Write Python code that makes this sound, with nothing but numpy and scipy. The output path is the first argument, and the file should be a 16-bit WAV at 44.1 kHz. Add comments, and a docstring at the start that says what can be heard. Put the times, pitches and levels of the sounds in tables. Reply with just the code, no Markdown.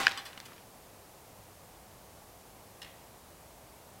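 """A tin can, struck a moment earlier, tumbles off a row of cans onto leaf litter among trees.
At first its modes ring while the blow dies away in the wood, over faint outdoor air, microphone hiss,
hum and distant rumble that last throughout. It ticks, knocks hard on a neighbour, then scuffs the
ground and settles with more small ticks as the litter shifts. Near 2.8 s a metal catch snaps over
with one light double click, which echoes off the trees."""
import sys
import numpy as np
from scipy import signal
from scipy.fft import rfft, irfft
from scipy.io import wavfile

SR = 44100
rng = np.random.default_rng(int(sys.argv[2]) if len(sys.argv) > 2 else 0)


def transcribe(signal):
    """Save signal, clipped to [-1, 1], as a 16-bit WAV file at the path in sys.argv[1]."""
    frames = np.atleast_2d(signal).T
    limited = np.clip(frames, -1, 1)
    pcm = np.round(limited * 32767).astype(np.int16)
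    wavfile.write(sys.argv[1], SR, pcm)


N = 176400
T = np.arange(N) / SR

# modes that the first blow left ringing in the can: pitch_hz, level_db, t60_s
CAN_MODES = [(791, -37.5, .75), (838, -51, .8), (1077, -35.5, .25), (1125, -48, .55), (1453, -39, .14),
             (1620, -41, .3), (2005, -38, .22), (2557, -40, .14), (3585, -39, .1)]
# reverberation of that blow among the trees: frequency_hz, density_db, t60_s
BLOW_REVERB = [(40, -42, .8), (150, -29, 0.62), (533, -31, 0.67), (1340, -23.5, 0.9), (3100, -25.5, 0.64),
               (5050, -32, 0.66), (7000, -35, 0.44), (9900, -41, 0.34), (15500, -45, 0.27)]
# spectral shape of outdoor air and microphone hiss: frequency_hz, relative_density_db
AIR_SPECTRUM = [(15, -44), (25, -8), (53, -2.5), (107, -3.5), (198, -3), (227, -5.5), (253, -4.5),
                (289, -6), (399, -4), (762, -2.5), (1170, -8.5), (1340, -12.5), (3440, -18), (12200, -18),
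                (15500, -21)]
# faint hum and electrical whine: centre_hz, level_db, width_hz
HUM_BANDS = [(103, -72, 10), (11950, -81, 16)]
# envelope of the distant rumble: time_s, level_db
RUMBLE_LEVELS = [(0, -69), (1.1, -76), (1.7, -61.5), (2.6, -69), (3.3, -62), (4.1, -66)]
# small contacts with cans, twigs and grit: start_s, level_db, centre_hz, t60_s
TICK_CONTACTS = [(.003, -34, 1330, 0.096), (0.0336, -27, 3440, 0.0089), (0.0816, -21, 2750, 0.0036),
                 (0.0936, -32, 5640, 0.0055), (0.1129, -33, 3300, .02), (0.119, -32.5, 3450, 0.013),
                 (.331, -42, 2820, 0.012), (.376, -36, 3130, 0.021), (.4015, -33, 4360, 0.0097),
                 (.409, -51, 4000, 0.029), (0.5204, -42.5, 1190, 0.015), (.533, -50, 3570, .016),
                 (0.563, -51.5, 3000, 0.029), (0.58, -48, 2560, 0.022)]
# hard knocks of can on can: start_s, gain_db, pitch_ratio, cutoff_hz
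KNOCK_CONTACTS = [(0.0682, 5.5, 0.996, 11700), (0.0793, -9.5, 1.1, 3800)]
# heavily damped modes of a knock: pitch_hz, relative_db, t60_s
CLANK_MODES = [(540, -39, .01), (1075, -24, 0.0098), (1510, -9.5, 0.0095), (1725, -9, 0.0068),
               (2420, -17.5, 0.0085), (2970, -19, 0.024), (4060, -23.5, 0.0066), (4810, -21, 0.0079),
               (5480, -23, 0.0082), (7310, -36, 0.0094)]
# scuffs of the can over the litter: start_s, wall_db, litter_db, hold_s, release_t60_s
SCUFF_STROKES = [(0.173, -37.5, -41, 0.0094, 0.082), (0.251, -48.5, -43, 0.014, 0.14),
                 (0.453, -62, -46, 0.011, 0.064)]
# wall modes that the scuffing excites: pitch_hz, relative_db, t60_s
WALL_MODES = [(1114, 2, 0.055), (1780, -7, 0.056), (3025, 4.5, 0.024), (3290, 2, 0.036), (3530, 4, 0.024),
              (4090, -3.5, 0.099), (4780, 4, 0.026), (5080, 2, 0.021), (5900, -4, 0.025),
              (7880, 0.5, 0.024)]
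# envelope of the litter shifting as the can beds in: time_s, level_db
SETTLING_LEVELS = [(.28, -55.5), (.40, -61.5), (.47, -56.5), (.60, -64), (.68, -77)]
# contacts within the double click: start_s, drive_db
CATCH_CONTACTS = [(2.8175, -40.5), (2.82, -47.5), (2.8284, -42.5), (2.8318, -52), (2.846, -48)]
# modes of the metal catch: pitch_hz, relative_db, t60_s
CATCH_MODES = [(1820, 0.5, 0.0095), (2480, 0.5, .006), (2910, 3.5, 0.0084), (3260, -1, 0.0089),
               (4040, -1, 0.005), (5200, -4.5, 0.036)]

WOOD_T60_S, WOOD_CUT_HZ, WOOD_BUILD_S, CAN_ECHO_DB = 0.51, 4100, 0.004, -25.5
AIR_DB, RUMBLE_BAND_HZ = -54.5, (49.5, 120)
TICK_Q = 1.8
CRACK_GAIN_DB, CRACK_T60_S = -33.5, 0.0099
GROUND_LAG_S, GROUND_GAIN_DB = 0.001205, -7.5
SCUFF_ATTACK_S, GRAINS_PER_S, LITTER_BAND_HZ = 0.0012, 2600, (1390, 7000)
CRUMBS_PER_S, CRUMB_BAND_HZ = 3000, (121, 2830)
CLICK_T60_S, CLICK_RING_DB, CLICK_SNAP_DB = 0.02, 1.5, -1
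CLICK_ECHO_DB, CLICK_ECHO_BAND_HZ = 3, (1500, 3530)
CUTOFF_HZ = 15850


def from_db(db):
    """Amplitude grows tenfold for every 20 dB."""
    return 10 ** (np.asarray(db) / 20)


def unit_rms(x):
    """Normalisation to unit mean power."""
    return x / np.sqrt(np.mean(x ** 2) + 1e-20)


def at_hz(points, hz, column=1):
    """Interpolation of a table column along log frequency."""
    table = np.array(points)
    return np.interp(np.log(np.maximum(hz, 1)), np.log(table[:, 0]), table[:, column])


def filtered(x, hz, kind, order=2):
    """Butterworth filtering, maximally flat in the passband."""
    sections = signal.butter(order, np.clip(hz, 10, .48 * SR), kind, fs=SR, output="sos")
    return signal.sosfilt(sections, x + 1e-18)


def decay(start_s, t60_s, hold_s=0):
    """Exponential decay of 60 dB per t60_s, after a sudden onset and a hold."""
    elapsed_s = np.maximum(T - start_s - hold_s, 0)
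    return (T >= start_s) * np.exp(-np.log(1000) * np.minimum(elapsed_s / t60_s, 10))


def level_curve(points):
    """An envelope linear in decibels between its points, silent outside them."""
    time_s, level_db = np.transpose(points)
    return from_db(np.interp(T, time_s, level_db, left=-np.inf, right=-np.inf))


def shot_noise(per_s):
    """Shot noise: independent impulses of random time and size."""
    return rng.standard_normal(N) * (rng.random(N) < per_s / SR)


def ring(drive, modes):
    """Modal superposition: damped resonators of alternating sign share one drive."""
    out = 0
    for k, (hz, db, t60_s) in enumerate(modes):
        radius, angle = np.exp(-np.log(1000) / (t60_s * SR)), 2 * np.pi * hz / SR
        feedback = [1, -2 * radius * np.cos(angle), radius * radius]
        out += (-1) ** k * from_db(db) * signal.lfilter([0, np.sin(angle)], feedback, drive + 1e-18)
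    return out


def resonate(drive, modes):
    """Forced vibration: modes colour the drive, and the result is scaled to the drive's energy."""
    return unit_rms(ring(drive, modes)) * np.sqrt(np.mean(drive ** 2))


def first_blow():
    """Free vibration of the struck can, while the wood's reverberation decays, treble first."""
    out = ring(signal.unit_impulse(N), CAN_MODES)
    white = rng.standard_normal((2, N))
    edges_hz = np.geomspace(30, 17000, 19)
    for k, (low, high) in enumerate(zip(edges_hz, edges_hz[1:])):
        hz = np.sqrt(low * high)
        band = filtered(white[k % 2], [low, high], "band") * from_db(at_hz(BLOW_REVERB, hz))
        out += band * decay(0, at_hz(BLOW_REVERB, hz, column=2))
    return out


def air_and_hum():
    """Stationary noise: a broad spectrum is heard as air and hiss, narrow bands as hum and whine."""
    hz = np.arange(N // 2 + 1) * SR / N
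    spectra = [(AIR_DB, from_db(at_hz(AIR_SPECTRUM, hz)))]
    for centre_hz, db, width_hz in HUM_BANDS:
        spectra.append((db, 1 / (1 + (2 * (hz - centre_hz) / width_hz) ** 2)))
    out = 0
    for db, shape in spectra:
        noise = irfft(rfft(rng.standard_normal(N)) * shape, N)
        out += from_db(db) * unit_rms(noise)
    return out


def distant_rumble():
    """Slow amplitude modulation makes far-off low noise swell and ebb."""
    return level_curve(RUMBLE_LEVELS) * unit_rms(filtered(rng.standard_normal(N), RUMBLE_BAND_HZ, "band"))


def ticks():
    """Each brief, gritty contact excites one resonance, broad because its Q is low."""
    out = 0
    for start_s, db, hz, t60_s in TICK_CONTACTS:
        grit = rng.standard_normal(N) * decay(start_s, t60_s)
        mode_t60_s = np.log(1000) * TICK_Q / (np.pi * hz)
        out += from_db(db) * resonate(grit, [(hz, 0, mode_t60_s)])
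    return out


def tree_echoes(x):
    """Scattering from trunks and ground returns dull echoes that build up and decay."""
    echoes = shot_noise(per_s=3000) * decay(0, WOOD_T60_S) * (1 - np.exp(-T / WOOD_BUILD_S))
    response = filtered(echoes, WOOD_CUT_HZ, "low")
    return signal.fftconvolve(x, response / np.linalg.norm(response))[:N]


def knocks():
    """Impact excites damped modes and a brief crack; the ground reflection interferes with both."""
    direct = 0
    for start_s, db, pitch_ratio, cutoff_hz in KNOCK_CONTACTS:
        crack = from_db(CRACK_GAIN_DB) * rng.standard_normal(N) * decay(start_s, CRACK_T60_S)
        modes = [(hz * pitch_ratio, mode_db, t60_s) for hz, mode_db, t60_s in CLANK_MODES]
        clank = ring(signal.unit_impulse(N, int(start_s * SR)), modes)
        direct += from_db(db) * filtered(clank + crack, cutoff_hz, "low")
    return direct + from_db(GROUND_GAIN_DB) * np.interp(T - GROUND_LAG_S, T, direct)


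def scuffs():
    """Friction as many tiny impacts: grains of litter crackle against the can and ring its wall."""
    wall, litter = 0, 0
    grains = unit_rms(shot_noise(GRAINS_PER_S))
    for start_s, wall_db, litter_db, hold_s, t60_s in SCUFF_STROKES:
        attack = np.clip((T - start_s) / SCUFF_ATTACK_S, 0, 1)
        rub = grains * attack * decay(start_s, t60_s, hold_s)
        wall += from_db(wall_db) * rub
        litter += from_db(litter_db) * rub
    return resonate(wall, WALL_MODES) + filtered(litter, LITTER_BAND_HZ, "band", order=1)


def settling():
    """Crumbs of soil and leaf yield under the can; their impulses sum to a dull shot noise."""
    crumbs = filtered(shot_noise(CRUMBS_PER_S), CRUMB_BAND_HZ, "band")
    return level_curve(SETTLING_LEVELS) * unit_rms(crumbs)


def double_click():
    """Transient excitation: a metal catch snaps over and rings; the trees scatter its middle band."""
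    envelope = sum(from_db(db) * decay(start_s, CLICK_T60_S) for start_s, db in CATCH_CONTACTS)
    drive = rng.standard_normal(N) * envelope
    snap = from_db(CLICK_SNAP_DB) * filtered(drive, hz=9500, kind="low")
    ringing = from_db(CLICK_RING_DB) * resonate(drive, CATCH_MODES)
    echo = from_db(CLICK_ECHO_DB) * tree_echoes(filtered(drive, CLICK_ECHO_BAND_HZ, "band"))
    return filtered(ringing + snap, hz=1340, kind="high") + echo


def scene():
    """Superposition: the sources add, and two equal channels place them in the centre."""
    tumble = knocks() + ticks() + scuffs() + settling()
    can = first_blow() + tumble + from_db(CAN_ECHO_DB) * tree_echoes(tumble)
    mono = can + double_click() + air_and_hum() + distant_rumble()
    return np.array([mono, mono])


def record(dry):
    """Band limiting: an elliptic low-pass filter cuts the highest treble steeply."""
    return signal.sosfilt(signal.ellip(12, .1, 80, CUTOFF_HZ, fs=SR, output="sos"), dry)


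dry = scene()
out = record(dry)
transcribe(out)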